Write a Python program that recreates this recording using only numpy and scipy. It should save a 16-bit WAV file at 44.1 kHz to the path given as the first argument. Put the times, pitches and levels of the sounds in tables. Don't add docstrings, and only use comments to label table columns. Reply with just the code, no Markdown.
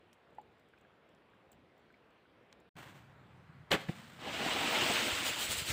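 import sys
import numpy as np
from scipy import signal
from scipy.fft import rfft, irfft
from scipy.io import wavfile
from scipy.ndimage import uniform_filter1d

SR = 44100
rng = np.random.default_rng(int(sys.argv[2]) if len(sys.argv) > 2 else 0)


def waveform_to_disk(signal):
    frames = np.transpose(np.atleast_2d(signal))
    scaled = np.clip(frames, -1, 1) * 32767
    samples = np.round(scaled).astype(np.int16)
    wavfile.write(sys.argv[1], SR, samples)


N = 252252
TIME = np.arange(N) / SR


def gain_of(db):
    return 10 ** (np.asarray(db) / 20)


def unit_rms(x):
    return x / np.sqrt(np.mean(x ** 2) + 1e-20)


def curve_at(points, hz):
    point_hz, value = np.transpose(points)
    return np.interp(np.log(hz + 1), np.log(point_hz + 1), value)


def add(mix, start_s, sound):
    part = mix[round(start_s * SR):][:len(sound)]
    part += sound[:len(part)]


def coloured(x, spectrum):
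    eq = gain_of(curve_at(spectrum, np.fft.rfftfreq(N, 1 / SR)))
    return unit_rms(irfft(rfft(x) * eq, N))


def wander(step_s):
    return np.interp(TIME / step_s, np.arange(N), rng.standard_normal(N))


def patchy(x, depth_db, span_s, span_hz):
    spectra = signal.stft(x, nperseg=512, noverlap=384)[2]
    bins = max(1, round(span_hz * 512 / SR))
    frames = max(1, round(span_s * SR / 128))
    patches = uniform_filter1d(rng.standard_normal(spectra.shape), bins, axis=0)
    patches = unit_rms(uniform_filter1d(patches, frames, axis=1))
    uneven = signal.istft(spectra * gain_of(depth_db * patches), nperseg=512, noverlap=384)[1]
    return unit_rms(uneven[:N])


def grains(spectrum, per_s, spread_db, clump_db, clump_s):
    size = gain_of(spread_db * np.minimum(rng.exponential(1, N), 4)) * rng.choice([-1, 1], N)
    clicks = size * (rng.random(N) < per_s / SR)
    return coloured(clicks * gain_of(clump_db * wander(clump_s)), spectrum)


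def snaps(rows, rise_cycles=0.52):
    out, t, hz = np.zeros(N), TIME[:4096], np.fft.rfftfreq(4096, 1 / SR)
    for s, db, centre_hz, octaves, t60 in rows:
        band = np.exp(-.5 * (np.log2((hz + 1) / centre_hz) / octaves) ** 2) / np.sqrt(hz + centre_hz)
        envelope = gain_of(-60 * t / t60) * (1 - np.exp(-t * centre_hz / rise_cycles))
        burst = irfft(rfft(rng.standard_normal(len(t))) * band) * envelope
        add(out, s, .5 * gain_of(db) * burst * np.linalg.norm(envelope) / np.linalg.norm(burst))
    return out


def stroke(start_s, db, length_s, attack_s, sag_db_per_s, t60):
    t = np.maximum(TIME - start_s, 0)
    attack = np.sin(np.pi / 2 * np.minimum(t / attack_s, 1)) ** 2
    release_db = 60 * np.maximum(t - length_s, 0) / t60
    return attack * gain_of(db - sag_db_per_s * t - release_db)


def surge(peak_s, length_s, db):
    return gain_of(db) * np.cos(np.pi * np.clip((TIME - peak_s) / length_s, -.5, .5)) ** 2


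def air(spectrum, db):
    bed = coloured(rng.standard_normal(N), spectrum)
    return gain_of(db) * patchy(bed, depth_db=1.5, span_s=0.12, span_hz=600)


# frequency in Hz, relative level in dB.
SIDE_AIR_EQ = [(15, -56), (25, -33), (35, -28), (53, -6.5), (193, -2.5), (281, -4.5), (313, -2.5),
               (509, -3.5), (895, -8.5), (2060, -13), (3340, -18.5), (6380, -39.5), (7700, -39),
               (12200, -45), (15500, -44)]

def side_air():
    return air(SIDE_AIR_EQ, db=-66)


# frequency in Hz, relative level in dB.
PATTER_EQ = [(1500, -30), (3000, 3), (5500, -13), (7800, -1), (10000, -32), (12500, -12), (15500, -5.5)]

def patter(per_s=24, decay_s=0.0041, spread_db=7.0):
    size = gain_of(spread_db * np.minimum(rng.exponential(1, N), 3))
    specks = size * (rng.random(N) < per_s / SR)
    envelope = signal.lfilter([1], [1, -np.exp(-1 / (decay_s * SR))], specks)
    return gain_of(-93) * coloured(envelope * rng.standard_normal(N), PATTER_EQ)


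# start in seconds, snap centre in Hz, then snap, ring and fizz levels in dB.
TICKS = [(0.1297, 3070, -48.5, -76, -63), (0.3487, 5000, -72, -80, -77), (0.4145, 5000, -82, -69, -81),
         (0.6859, 6000, -76, -85, -75), (0.785, 6000, -76, -76, -77), (1.1489, 3000, -62, -79, -82),
         (1.5178, 6000, -65, -55, -72), (1.5298, 2200, -51.5, -64, -75), (2.5271, 2520, -41, -71, -75),
         (2.6011, 6000, -69, -67, -80)]
# centre in Hz, trim on the ring level in dB, width in octaves, t60 in seconds.
TICK_RING = [(7420, -1, 0.1, 0.031), (15000, -1, 0.12, 0.018)]

def ticks(snap_octaves=0.98, snap_t60=0.0093, fizz_hz=8500, fizz_octaves=0.7, fizz_t60=0.05):
    snap = snaps([(s, db, hz, snap_octaves, snap_t60) for s, hz, db, _, _ in TICKS])
    ring = snaps([(s, db + trim_db, hz, octaves, t60)
                  for s, _, _, db, _ in TICKS for hz, trim_db, octaves, t60 in TICK_RING])
    fizz = snaps([(s, db, fizz_hz, fizz_octaves, fizz_t60) for s, _, _, _, db in TICKS])
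    return snap + ring + fizz


# start in seconds, level in dB, pitch in Hz.
DRIPS = [(0.3836, -36.5, 845), (0.736, -54, 1540), (0.7765, -55, 2460), (0.8491, -54, 1630),
         (1.335, -56, 1600), (1.9032, -55, 1520), (1.941, -52, 2250), (2.2542, -55, 1480)]

def drips(rise_s=0.0012, t60_cycles=50, twin_ratio=0.932, twin_db=-7,
          splat_db=-7, splat_octaves=0.71, splat_t60=0.024):
    notes, t = np.zeros(N), TIME[:SR // 5]
    for s, db, hz in DRIPS:
        envelope = gain_of(db - 60 * t * hz / t60_cycles) * (1 - np.exp(-t / rise_s))
        pair = np.sin(2 * np.pi * hz * t) + gain_of(twin_db) * np.sin(2 * np.pi * hz * twin_ratio * t)
        add(notes, s, envelope * pair)
    return notes + snaps([(s, db + splat_db, hz, splat_octaves, splat_t60) for s, db, hz in DRIPS])


# frequency in Hz, t60 in seconds.
FOREST_DECAY = [(100, 0.24), (350, 0.29), (800, 0.67), (2500, 0.55), (6000, 0.55), (15000, 0.44)]

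def forest_echo(x, echoes_per_s=2000, predelay_s=0.02):
    taps = rng.choice([-1., 1.], SR) * (rng.random(SR) < echoes_per_s / SR) * (TIME[:SR] > predelay_s)
    hz, t, spectra = signal.stft(taps, SR, nperseg=256)
    decay = gain_of(-60 * t / curve_at(FOREST_DECAY, hz)[:, None])
    tail = signal.istft(spectra * decay, SR, nperseg=256)[1]
    return signal.fftconvolve(x, tail / np.linalg.norm(tail))[:N]


# frequency in Hz, relative level in dB.
FRONT_AIR_EQ = [(20, -67), (56, -15.5), (140, -3.5), (185, -10), (245, -17), (400, -20), (650, -21),
                (1500, -21), (2600, -29), (4000, -37.5), (5800, -48.5), (7900, -47), (11000, -57.5),
                (15500, -53)]

def front_air(split_hz=230, low_boost_db=1, waver_db=1):
    bed = air(FRONT_AIR_EQ, db=-59.5)
    low = signal.filtfilt(*signal.butter(2, split_hz, fs=SR), bed)
    return bed - low + low * gain_of(low_boost_db + waver_db * wander(step_s=0.032))


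# frequency in Hz, relative level in dB.
CRUNCH_EQ = [(35, -43), (60, -20), (112, -46), (272, -3.5), (433, -12), (497, -12), (533, -9.5),
             (1320, -8.5), (3190, -14.5), (5200, -27), (8090, -25), (9970, -36), (15500, -29)]
# start in seconds, level in dB, hold in seconds.
BOOT_PRESSES = [(2.765, -51.5, 0.135), (2.948, -65, 0.033)]

def boot_crunch():
    press = sum(stroke(s, db, hold_s, attack_s=0.0021, sag_db_per_s=42, t60=0.62)
                for s, db, hold_s in BOOT_PRESSES)
    return press * grains(CRUNCH_EQ, per_s=6000, spread_db=2.5, clump_db=1.5, clump_s=.006)


# start in seconds, level in dB, pitch in Hz.
THUDS = [(3.495, -50, 135), (3.887, -34, 157), (3.8927, -26, 157), (5.125, -38.5, 84.5), (5.493, -41.5, 81),
         (5.577, -42, 86), (5.619, -40, 110), (5.699, -35, 106.4)]

def thuds(rows, swell_cycles=0.44):
    out, t = np.zeros(N), TIME[:SR // 5]
    for s, db, hz in rows:
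        age = t * hz / swell_cycles
        add(out, s, gain_of(db) * age * np.exp(1 - age) * np.sin(2 * np.pi * hz * t))
    return out


# frequency in Hz, relative level in dB.
CHOP_EQ = [(29, -49), (50, -7), (110, -8.5), (350, -3), (500, -4), (700, -8), (1100, -10), (2000, -10.5),
           (3300, -15.5), (5660, -30), (7730, -26), (10600, -37), (15500, -32)]

def rake_chop(muffle_hz=4200, break_s=3.7164, sink_s=0.035, bright_db=3):
    push = stroke(start_s=3.703, db=-27.5, length_s=0.048, attack_s=0.019, sag_db_per_s=35, t60=0.084)
    crush = push * grains(CHOP_EQ, per_s=11000, spread_db=3.0, clump_db=-1.5, clump_s=.003)
    body = signal.lfilter(*signal.butter(2, muffle_hz, fs=SR), crush)
    fizz = signal.lfilter(*signal.butter(2, muffle_hz, "high", fs=SR), -crush)
    exposed = np.exp(-np.maximum(TIME - break_s, 0) / sink_s)
    return body + gain_of(bright_db) * exposed * fizz


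# start in seconds, level in dB, centre in Hz, t60 in seconds.
CRACKS = [(3.7164, -13, 2780, 0.014), (3.7283, -18, 900, 0.013), (3.7349, -15.5, 2290, 0.014),
          (3.7501, -20, 1100, 0.0051), (3.887, -35, 1980, 0.064), (4.4622, -26, 906, 0.018),
          (4.958, -21.5, 2220, 0.03), (5.2655, -24, 3470, 0.016)]

def crust_cracks(octaves=0.5):
    return snaps([(s, db, hz, octaves, t60) for s, db, hz, t60 in CRACKS])


# frequency in Hz, relative level in dB.
CREEP_EQ = [(59, -56), (100, -11), (209, 1.5), (386, -20), (497, -12.5), (977, -15.5), (1430, -12),
            (1800, -14), (3460, -16), (6120, -28), (8060, -24), (10800, -39.5), (15500, -30)]
# start in seconds, level in dB, t60 in seconds.
SETTLES = [(3.785, -50.5, 0.31), (3.871, -52.5, 0.43), (3.955, -59, 0.12)]
SLIDE_S = 4.172

def rake_creep(start_s=3.9, attack_s=0.013, sag_db_per_s=3):
    settling = sum(stroke(s, db, attack_s, attack_s, sag_db_per_s, t60) for s, db, t60 in SETTLES)
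    pulling = stroke(start_s, -56, SLIDE_S - start_s, attack_s, sag_db_per_s, t60=0.56)
    crunch = grains(CREEP_EQ, per_s=7000, spread_db=2.5, clump_db=2.0, clump_s=0.0064)
    return np.hypot(settling, pulling) * crunch


# pitch in Hz, level in dB, t60 in seconds.
BOARD_MODES = [(346, -34, 0.065), (476, -30, 0.024), (732, -33.5, 0.031)]

def board_knock(start_s=3.892, rise_s=0.0014):
    t = np.maximum(TIME - start_s, 0)
    ring = sum(gain_of(db - 60 * t / t60) * np.sin(2 * np.pi * hz * t) for hz, db, t60 in BOARD_MODES)
    return ring * (1 - np.exp(-t / rise_s))


# frequency in Hz, relative level in dB.
DRAG_EQ = [(21, -50), (35, -34), (75, -13), (135, -10.5), (250, -3.5), (346, -2.5), (420, -10), (487, -2),
           (563, -7.5), (621, 0), (707, -6), (767, -3), (1080, -8.5), (1700, -13.5), (2210, -13.5),
           (3740, -120)]
HISS_EQ = [(650, -18), (1100, -8), (1370, -4), (1580, -5.5), (2870, 0.5), (3590, -4.5), (5240, -14),
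           (6500, -18.5), (8450, -23), (14300, -120)]
SPRAY_EQ = [(2240, -9), (3800, -2), (5770, -9.5), (6450, -6.5), (7970, -1.5), (9570, -12.5), (12300, -15.5),
            (14900, -12.5), (15500, -4.5)]
# time in seconds, level in dB.
JOLTS = [(4.275, -37.5), (4.411, -33.5), (4.463, -29), (4.571, -35.5), (4.68, -31.5), (4.9, -28.5)]
# peak time in seconds, length in seconds, then drag, hiss and spray levels in dB.
SLABS = [(4.488, 0.19, -53, -41, -55), (4.81, 0.3, -43.5, -38, -50), (5.276, 0.12, -50, -41.5, -35),
         (5.426, 0.15, -76, -45.5, -35.5), (5.519, 0.094, -69.5, -42, -33.5), (5.59, 0.13, -59, -45, -37.5),
         (5.712, 0.19, -49, -39, -36.5)]

def snow_slide(gather_s=0.39, eaves_s=4.944, empty_db_per_s=21,
               roof_hz=267, jolt_length_s=0.071, jolt_drag_db=-11):
    drag = grains(DRAG_EQ, per_s=3000, spread_db=2.0, clump_db=1.0, clump_s=.012)
    drag = patchy(drag, depth_db=2.3, span_s=0.078, span_hz=170)
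    hiss = grains(HISS_EQ, per_s=14000, spread_db=1.5, clump_db=0.34, clump_s=0.014)
    hiss = patchy(hiss, depth_db=1.5, span_s=0.021, span_hz=500)
    spray = grains(SPRAY_EQ, per_s=18000, spread_db=1.5, clump_db=-0.4, clump_s=.008)
    spray = patchy(spray, depth_db=2.0, span_s=0.032, span_hz=700)
    age = np.maximum(TIME - SLIDE_S, 0)
    flow = (1 - np.exp(-age / gather_s)) * gain_of(-empty_db_per_s * np.maximum(TIME - eaves_s, 0))
    jerks = sum(surge(s, jolt_length_s, db + jolt_drag_db) for s, db in JOLTS)
    slab_drag, slab_hiss, slab_spray = sum(surge(s, length_s, np.array(dbs)[:, None])
                                           for s, length_s, *dbs in SLABS)
    drag *= np.hypot(flow * gain_of(-33 - 6 * age), jerks + slab_drag)
    hiss *= np.hypot(flow * gain_of(-34 + 2 * age), slab_hiss)
    spray *= np.hypot(flow * gain_of(-44 + 8 * age), slab_spray)
    bumps = thuds([(s, db, roof_hz) for s, db in JOLTS])
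    return drag + hiss + spray + bumps


def scene(side_ends_s=2.692, front_starts_s=2.755):
    drops = drips()
    drop_echo = gain_of(-24) * forest_echo(drops)
    side = side_air() + drops + drop_echo + ticks() + patter()
    work = rake_chop() + crust_cracks() + rake_creep() + board_knock()
    front = front_air() + boot_crunch() + thuds(THUDS) + work
    front += gain_of(-16.5) * forest_echo(work) + snow_slide()
    mono = side * (TIME < side_ends_s) + front * (TIME > front_starts_s)
    return np.array([mono, mono])


def record(dry, low_cut_hz=36, high_cut_hz=15570):
    low_cut = signal.butter(2, low_cut_hz, "high", fs=SR, output="sos")
    high_cut = signal.firwin(1023, high_cut_hz, window=("kaiser", 8), fs=SR)
    thinned = signal.sosfiltfilt(low_cut, dry, padtype="even")
    return signal.oaconvolve(thinned, high_cut[None], "same")


dry = scene()
out = record(dry)
waveform_to_disk(out)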